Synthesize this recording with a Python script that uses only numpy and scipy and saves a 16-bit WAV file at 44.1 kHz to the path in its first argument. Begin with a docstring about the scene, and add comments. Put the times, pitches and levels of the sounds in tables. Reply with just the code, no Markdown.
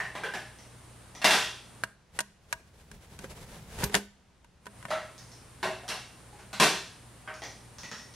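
"""Metal chair frame in its hard case

Across a bare room with a mains hum, the tubular frame clanks against the case, small fittings
tick and the walls ring on. For about three seconds the sound is close and dry: a clamp clicks,
a tube slides in its socket and seats. Blows are impulse, chatter and decaying modes; the slide is noise."""
import sys
import numpy as np
from scipy import signal
from scipy.fft import rfft, irfft, next_fast_len
from scipy.io import wavfile
from scipy.ndimage import map_coordinates

SR = 44100
rng = np.random.default_rng(int(sys.argv[2]) if len(sys.argv) > 2 else 0)


def dump(signal):
    """Clip the signal to [-1, 1] and save it as 16-bit WAV at the path in sys.argv[1]."""
    limited = np.clip(np.atleast_2d(signal).T, -1, 1)
    pcm = np.round(limited * 32767).astype(np.int16)
    wavfile.write(sys.argv[1], SR, pcm)


N = 359415

# room air far and close, narrow treble hiss: (frequency [Hz], relative density [dB])
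AIR_FAR_SPECTRUM = [(18, -27), (32, -6.5), (45, -14.5), (85, -3), (120, -3.5), (150, -6.5), (230, -8),
                    (330, -12), (1000, -15), (2500, -21.5), (6000, -27.5), (9000, -25), (12500, -35.5),
                    (15500, -48.5)]
AIR_NEAR_SPECTRUM = [(20, -14), (65, -1), (107, -8.5), (172, -7.5), (270, -17), (950, -21), (1200, -23),
                     (6200, -33), (11000, -42.5), (15500, -62)]
HISS_SPECTRUM = [(6500, -22.5), (8200, -10.5), (8900, -0.5), (9700, -5.5), (12000, -20.5), (14000, -52)]
# mains hum: (frequency [Hz], level [dB])
HUM_PARTIALS = [(59.2, -62.5), (118.4, -57.5), (236.8, -75)]
# far/close background crossfade: (time [s], far share [0-1])
FAR_FADE = [(1.68, 0.88), (1.82, 0.94), (1.96, 0.05), (4.6, 0.06), (4.8, 1), (5.0, 0.87)]

# blows, frame on case (far) and clamp on tube (close):
# (time [s], level [dB], thud [dB re level], treble [dB re level], favoured ring [Hz], ring [dB re blow])
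FRAME_BLOWS = [(.002, -33.5, -18, -18.5, 1817, 3), (.153, -39.5, -12, -14, 1010, -3.5),
               (.236, -35, -11.5, -16.5, 1584, -2), (.338, -36.5, -12, -12, 1706, -2.5),
               (1.217, -37, -17, -8.5, 904, -30.5), (1.2443, -21, -15.5, -6, 1620, -13),
               (1.308, -25.5, -13, -5.5, 832, -9), (1.334, -29.5, -21.5, -5, 1720, -14.5),
               (1.428, -45.5, -22, -2, 3285, 2), (4.884, -49, -13, -12, 632, 0.5),
               (4.905, -32, -20.5, -14, 627, 2.5), (4.914, -34, -26, -29.5, 1316, -1),
               (4.934, -38, -20.5, -43, 637, 6.5), (5.629, -31.5, -9.5, -11.5, 377, -4.5),
               (5.655, -35, -12, -36, 637, 1.5), (5.835, -49, -15, -24, 708, 5),
               (5.88, -47.5, -9, 1.5, 5730, -18), (5.889, -41.5, -11, 0.5, 5650, -15),
               (5.902, -39.5, -26, -10, 2740, -6), (6.33, -54, -8, -18, 835, 4),
               (6.39, -56, -5, -7, 1090, -7), (6.53, -42, -12, -4, 1060, -24),
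               (6.5996, -22.5, -7, -5, 1060, -11), (6.624, -26.5, -15, -3, 176.5, -12.5),
               (7.276, -40, -18.5, -24.5, 1540, -8)]
CLAMP_BLOWS = [(1.8367, -27, -20, -13, 1610, 1), (2.1897, -28, -18.5, -8.5, 1900, -13),
               (2.205, -37.5, -11, 1.5, 624, -7), (2.5267, -31, -26, -5.5, 1650, -7),
               (2.915, -51.5, -2, -4, 1620, -4), (3.19, -49.5, 2.5, -1, 1620, -26),
               (3.2426, -43.5, 0, -14, 530, -7), (3.788, -46.5, -3.5, -5.5, 1860, -3),
               (3.823, -41.5, -7, -15, 1620, -10), (3.835, -31, -1.5, -16, 955, -4),
               (3.84, -47.5, -8, 16, 955, -8.5), (3.897, -48, 4, -9, 430, -3.5),
               (3.943, -23, -11.5, -9, 730, -9.5), (3.951, -26, -9, -2, 201, -16),
               (4.303, -69, -4, -17, 955, 8), (4.445, -59, -6, -9.5, 955, -6),
               (4.657, -54.5, -8, -4, 990, -5), (4.667, -43, -10, -12.5, 984, -3),
               (4.827, -49.5, -14.5, -13, 1020, -7), (4.853, -38.5, -12, -16.5, 1100, -14)]
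# taps of small fittings, far: (time [s], level [dB], treble [dB re level])
FITTING_TAPS = [(.587, -57.5, -1), (1.151, -50.5, -1.5), (5.18, -61, 8), (5.318, -67.5, 12),
                (7.341, -58, 3.5), (7.42, -42, -8.5), (7.438, -49, 2), (7.785, -53, 4), (7.834, -45.5, -4),
                (7.915, -43, -3), (7.984, -59, 6), (8.139, -65.5, 10)]
# the catch springs in: (time [s], frequency [Hz], peak [dB], t60 [s])
CATCH_PINGS = [(2.1912, 8540, -22.5, 0.019), (3.838, 12280, -36.5, 0.12)]
# resonances: (frequency [Hz], relative energy [dB], t60 [s])
FRAME_MODES = [(154, -7, 0.21), (195, -1, 0.36), (392, 1.5, 0.1), (437, 2, 0.05), (623.8, 5, 0.32),
               (760, 2.5, 0.11), (832, -2, 0.22), (927, -2, 0.23), (1028, 0.5, 0.16), (1358, -2.5, 0.1),
               (1538, 5, 0.069), (1650, 2, 0.27), (1888, 4, 0.16), (2020, -7.5, 0.17), (2200, -4.5, 0.18),
               (2660, -2.5, 0.52), (2764, 3, 0.099), (3285, -6.5, .12), (3780, -17.5, .12)]
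FITTING_MODES = [(830, 1, 0.0065), (1900, 3.5, 0.021), (1980, -16, 0.059), (5500, 2.5, 0.012),
                 (5900, -3, 0.007), (6480, -5, 0.011)]
TUBE_MODES = [(201.5, -2, 0.38), (406, -4.5, 0.25), (651, -8.5, 0.21), (955, 1.5, 0.091),
              (1060, -11, 0.099), (1504, 3.5, 0.044), (1620, -3.5, 0.1), (1823, -1, 0.052),
              (2460, 1, 0.0034), (2820, -2, 0.069), (6090, -7.5, 0.032), (7360, -7, 0.024),
              (8740, -9.5, 0.023), (9400, -9, 0.037), (11730, -3.5, 0.039)]
# contact colour: (frequency [Hz], relative density [dB])
CLANK_SPECTRUM = [(60, -33.5), (110, -20), (160, 6.5), (270, -3.5), (400, 1.5), (510, -3), (700, 3.5),
                  (1700, 1.5), (3300, -1), (6000, -7.5), (7500, -12), (10000, -13), (13000, -23.5),
                  (16000, -37.5)]
TICK_SPECTRUM = [(80, -12), (200, 19.5), (900, 1), (3000, 4), (6300, 7), (7500, -11.5), (10000, -14),
                 (15000, -22)]
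CLICK_SPECTRUM = [(40, -6.5), (150, 8), (500, 0), (1500, 3.5), (3000, 2), (5000, 1.5), (8500, 1),
                  (11500, -6), (13500, -18.5), (15500, -33)]
# wall reverberation: (frequency [Hz], t60 [s])
ROOM_DECAY = [(120, 0.3), (320, 0.44), (840, 0.39), (2200, 0.49), (5800, 0.55), (10000, 0.43),
              (15000, 0.41)]

# hand pushing the tube home: (time [s], effort [dB])
PUSH_EFFORT = [(2.4, -76.5), (2.892, -65.5), (3.374, -56.5), (3.71, -56.5), (3.872, -52.5), (3.924, -64.5),
               (4.1, -80)]
# short slips of the tube: (peak time [s], level [dB], rumble [dB re level])
TUBE_SLIPS = [(2.171, -52, 2), (2.515, -55, -16), (2.56, -60, 9), (2.81, -63, -10), (2.95, -54, 6),
              (3.31, -47.5, -13), (3.805, -38, -2), (3.845, -33.5, -1), (3.968, -30, -15)]
# socket friction, handling rumble: (frequency [Hz], relative density [dB])
SCRAPE_SPECTRUM = [(130, -16.5), (220, 3.5), (290, -5.5), (420, 1.5), (720, -3), (960, -3), (1150, -8),
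                   (1600, -7.5), (4500, -14), (11000, -17), (15500, -33.5)]
RUMBLE_SPECTRUM = [(12, -20), (26, -6), (50, 2.5), (100, -1.5), (170, -1.5), (290, -20), (500, -40.5)]

# stereo width: (frequency [Hz], side gain [dB])
FAR_WIDTH = [(60, -25.5), (500, -25), (1000, -20), (2000, -18.5), (4000, -12), (8000, -5), (12000, -3.5)]
NEAR_WIDTH = [(60, -19.5), (500, -16.5), (2000, -4), (4000, -3.5), (8000, -1.5), (12000, 0.5)]
AIR_WIDTH = [(60, -16.5), (110, -14), (380, -6), (700, -8), (2400, -7), (4400, -5.5), (8100, -1.5),
             (15000, 1.5)]


def amp(db):
    """Decibels to gain."""
    return 10 ** (np.asarray(db) / 20)


def unit(x):
    """Scale to rms 1."""
    return x / np.sqrt(np.mean(x ** 2) + 1e-20)


def along(points, hz):
    """Interpolate (frequency [Hz], value) points on a log axis."""
    knots_hz, values = np.transpose(points)
    return np.interp(np.log(hz + 1), np.log(knots_hz + 1), values)


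def curve(points):
    """Interpolate (time [s], value) points per sample."""
    return np.interp(np.arange(N) / SR, *np.transpose(points))


def wobble(rate_hz):
    """Smooth random curve through rate_hz knots a second."""
    knots = rng.standard_normal(int(N * rate_hz / SR) + 4)
    return map_coordinates(knots, [np.arange(N) * rate_hz / SR])


def colour(x, points):
    """Minimum-phase filter through (frequency [Hz], gain [dB]) points."""
    half = next_fast_len(x.shape[-1] // 2 + 2048)
    gain = amp(along(points, np.fft.rfftfreq(2 * half, 1 / SR)))
    cepstrum = irfft(np.log(gain))
    cepstrum[1:half] *= 2
    cepstrum[half + 1:] = 0
    return irfft(rfft(x, 2 * half) * np.exp(rfft(cepstrum)))[..., :x.shape[-1]]


def noise(spectrum):
    """Mid and side noise, rms 1."""
    return unit(colour(rng.standard_normal((2, N)), spectrum))


def stereo(mid_side, width):
    """Mid/side to left/right; widest in the treble."""
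    mid, side = mid_side[0], colour(mid_side[1], width)
    return np.array([mid + side, mid - side])


def add(track, at_s, sound):
    """Mix a sound in at at_s."""
    part = track[:, max(round(at_s * SR), 0):][:, :sound.shape[1]]
    part += sound[:, :part.shape[1]]


def background(far_db=-53.5, near_db=-62, hiss_db=-65.5):
    """Room air, hiss and a wavering mains hum; quieter close to the case."""
    t = np.arange(N) / SR
    far = amp(far_db) * noise(AIR_FAR_SPECTRUM) + amp(hiss_db) * noise([(3000, -70.5)] + HISS_SPECTRUM)
    drift_s = 0.00048 * wobble(6.5)
    hum = sum(amp(db) * np.sqrt(2) * np.sin(2 * np.pi * hz * (t + drift_s)) for hz, db in HUM_PARTIALS)
    far[0] += amp(1.2 * wobble(12)) * hum
    share = curve(FAR_FADE)
    return share * far + (1 - share) * amp(near_db) * noise(AIR_NEAR_SPECTRUM)


def contact(modes, spectrum, chatter_db, chatter_t60_s, modes_db):
    """One blow: impulse, brief chatter of loose joints, modes rung at random strengths."""
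    t = np.arange(SR // 4) / SR
    impulse = unit(1. * (t == 0))
    chatter = unit(amp(-60 * t / chatter_t60_s) * rng.standard_normal((2, len(t))))
    crack = colour(impulse + amp(chatter_db) * chatter, spectrum)
    hz, db, t60_s = np.transpose(modes)[:, :, None]
    waves = amp(db - 60 * t / t60_s) / np.sqrt(t60_s) * np.sin(2 * np.pi * hz * t)
    strength = amp(2 * rng.standard_normal((2, len(modes)))) * rng.choice([-1, 1], (2, len(modes)))
    return unit(crack) + amp(modes_db) * unit(strength @ waves)


def favoured_ring(hz, t60_s):
    """The resonance that the point of contact drives hardest."""
    t = np.arange(SR // 4) / SR
    phase = 2 * np.pi * hz * t
    # side in quadrature: the ring reaches left and right at slightly different times
    return amp(-60 * t / t60_s) * np.array([np.sin(phase), np.cos(phase)])


def in_room(x, wet_db, build_s):
    """Direct sound plus a diffuse tail that builds, then decays at each frequency's own rate."""
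    hz, t, bins = signal.stft(rng.standard_normal((2, SR * 2 // 3)), SR, nperseg=256)
    decay = amp(-60 * t / along(ROOM_DECAY, hz)[:, None])
    _, response = signal.istft(bins * decay, SR, nperseg=256)
    size = response.shape[1]
    response *= 1 - np.exp(-np.arange(size) / SR / build_s)
    response *= amp(wet_db) / np.linalg.norm(response[0])
    response[:, 0] += 1  # direct path
    return signal.fftconvolve(x, response, axes=1)[:, :size]


def balance(x, thud_db, treble_db, onset_s):
    """Bring a blow's onset to 0 dB in the mids; weight sets the bass, hardness the treble."""
    size = int(onset_s * SR)
    power = np.abs(rfft(x[0, :size], SR)) ** 2 * 2 / (SR * size)
    bands_hz = [(140, 450), (500, 3000), (4000, 12000)]
    low_db, mid_db, high_db = [10 * np.log10(power[lo:hi].sum()) for lo, hi in bands_hz]
    bass_db = thud_db - low_db
    return colour(x, [(70, bass_db - 9), (140, bass_db), (420, bass_db),
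                      (580, -mid_db), (2100, -mid_db), (4500, treble_db - high_db)])


def frame_clanks(rebound_s=0.009, rebound_db=-7, t60_cycles=61):
    """The loose frame hits the case and rebounds once; most sound arrives via the walls."""
    track = np.zeros((2, N))
    for at_s, db, thud_db, treble_db, ring_hz, ring_db in FRAME_BLOWS:
        for delay_s, loss_db in [(0, 0), (rebound_s, rebound_db)]:
            blow = contact(FRAME_MODES, CLANK_SPECTRUM, chatter_db=-4, chatter_t60_s=0.024, modes_db=-5.5)
            blow = unit(in_room(blow, wet_db=13, build_s=0.00043))
            ring = favoured_ring(ring_hz, t60_cycles / ring_hz)
            ring = unit(in_room(ring, wet_db=3.5, build_s=0.0012))
            clank = balance(blow + amp(ring_db) * ring, thud_db, treble_db, onset_s=0.041)
            add(track, at_s + delay_s, amp(db + loss_db) * clank)
    return track


def fitting_ticks(thud_db=-10, ring_db=-11):
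    """Small fittings, all about equally light, tap the tubes with a thin, high ring."""
    track = np.zeros((2, N))
    for at_s, db, treble_db in FITTING_TAPS:
        tap = contact(FITTING_MODES, TICK_SPECTRUM, chatter_db=-1, chatter_t60_s=0.026, modes_db=-2.5)
        tap = unit(in_room(tap, wet_db=10, build_s=0.003))
        ring = unit(in_room(favoured_ring(hz=6100, t60_s=0.0022), wet_db=7, build_s=0.003))
        tick = balance(tap + amp(ring_db) * ring, thud_db, treble_db, onset_s=0.026)
        add(track, at_s, amp(db) * tick)
    return track


def clamp_clicks(t60_cycles=35):
    """Clamp and tube snap close by, nearly dry; the catch pings as it springs in."""
    track = np.zeros((2, N))
    for at_s, db, thud_db, treble_db, ring_hz, ring_db in CLAMP_BLOWS:
        snap = contact(TUBE_MODES, CLICK_SPECTRUM, chatter_db=9.5, chatter_t60_s=0.031, modes_db=-3.5)
        ring = unit(favoured_ring(ring_hz, t60_cycles / ring_hz))
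        click = in_room(unit(snap) + amp(ring_db) * ring, wet_db=-21.5, build_s=0.0021)
        add(track, at_s, amp(db) * balance(click, thud_db, treble_db, onset_s=0.011))
    for at_s, hz, db, t60_s in CATCH_PINGS:
        add(track, at_s, amp(db) * favoured_ring(hz, t60_s))
    return track


def tube_slide(scrape_db=3.5, rumble_db=7, fade_s=0.027):
    """The tube rubs and slips through its socket under a growing push; the hand shakes the frame."""
    t = np.arange(N) / SR
    grab_s, release_s = PUSH_EFFORT[0][0], PUSH_EFFORT[-1][0]
    held = np.clip(np.minimum(t - grab_s, release_s - t) / fade_s, 0, 1)
    push = amp(curve(PUSH_EFFORT)) * held
    scrape_gain, rumble_gain = amp(scrape_db) * push, amp(rumble_db) * push
    rise_s, fall_s = 0.061, 0.048  # per 20 dB
    for peak_s, db, slip_rumble_db in TUBE_SLIPS:
        slip = amp(db - 20 * np.maximum((peak_s - t) / rise_s, (t - peak_s) / fall_s))
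        scrape_gain = np.hypot(scrape_gain, slip)
        rumble_gain = np.hypot(rumble_gain, amp(slip_rumble_db) * slip)
    grip = unit(amp(2.2 * wobble(35) + 0.95 * wobble(340)))  # surfaces catch and let go
    return scrape_gain * grip * noise(SCRAPE_SPECTRUM) + rumble_gain * noise(RUMBLE_SPECTRUM)


def scene():
    """Far handling, close handling, room background."""
    far = stereo(frame_clanks() + fitting_ticks(), FAR_WIDTH)
    near = stereo(clamp_clicks() + tube_slide(), NEAR_WIDTH)
    return far + near + stereo(background(), AIR_WIDTH)


def record(dry):
    """Brick-wall low-pass."""
    cutoff_hz = 15800
    size = next_fast_len(N + SR // 2)
    passband = np.fft.rfftfreq(size, 1 / SR) < cutoff_hz
    return irfft(rfft(dry, size) * passband, size)[:, :N]


dry = scene()
out = record(dry)
dump(out)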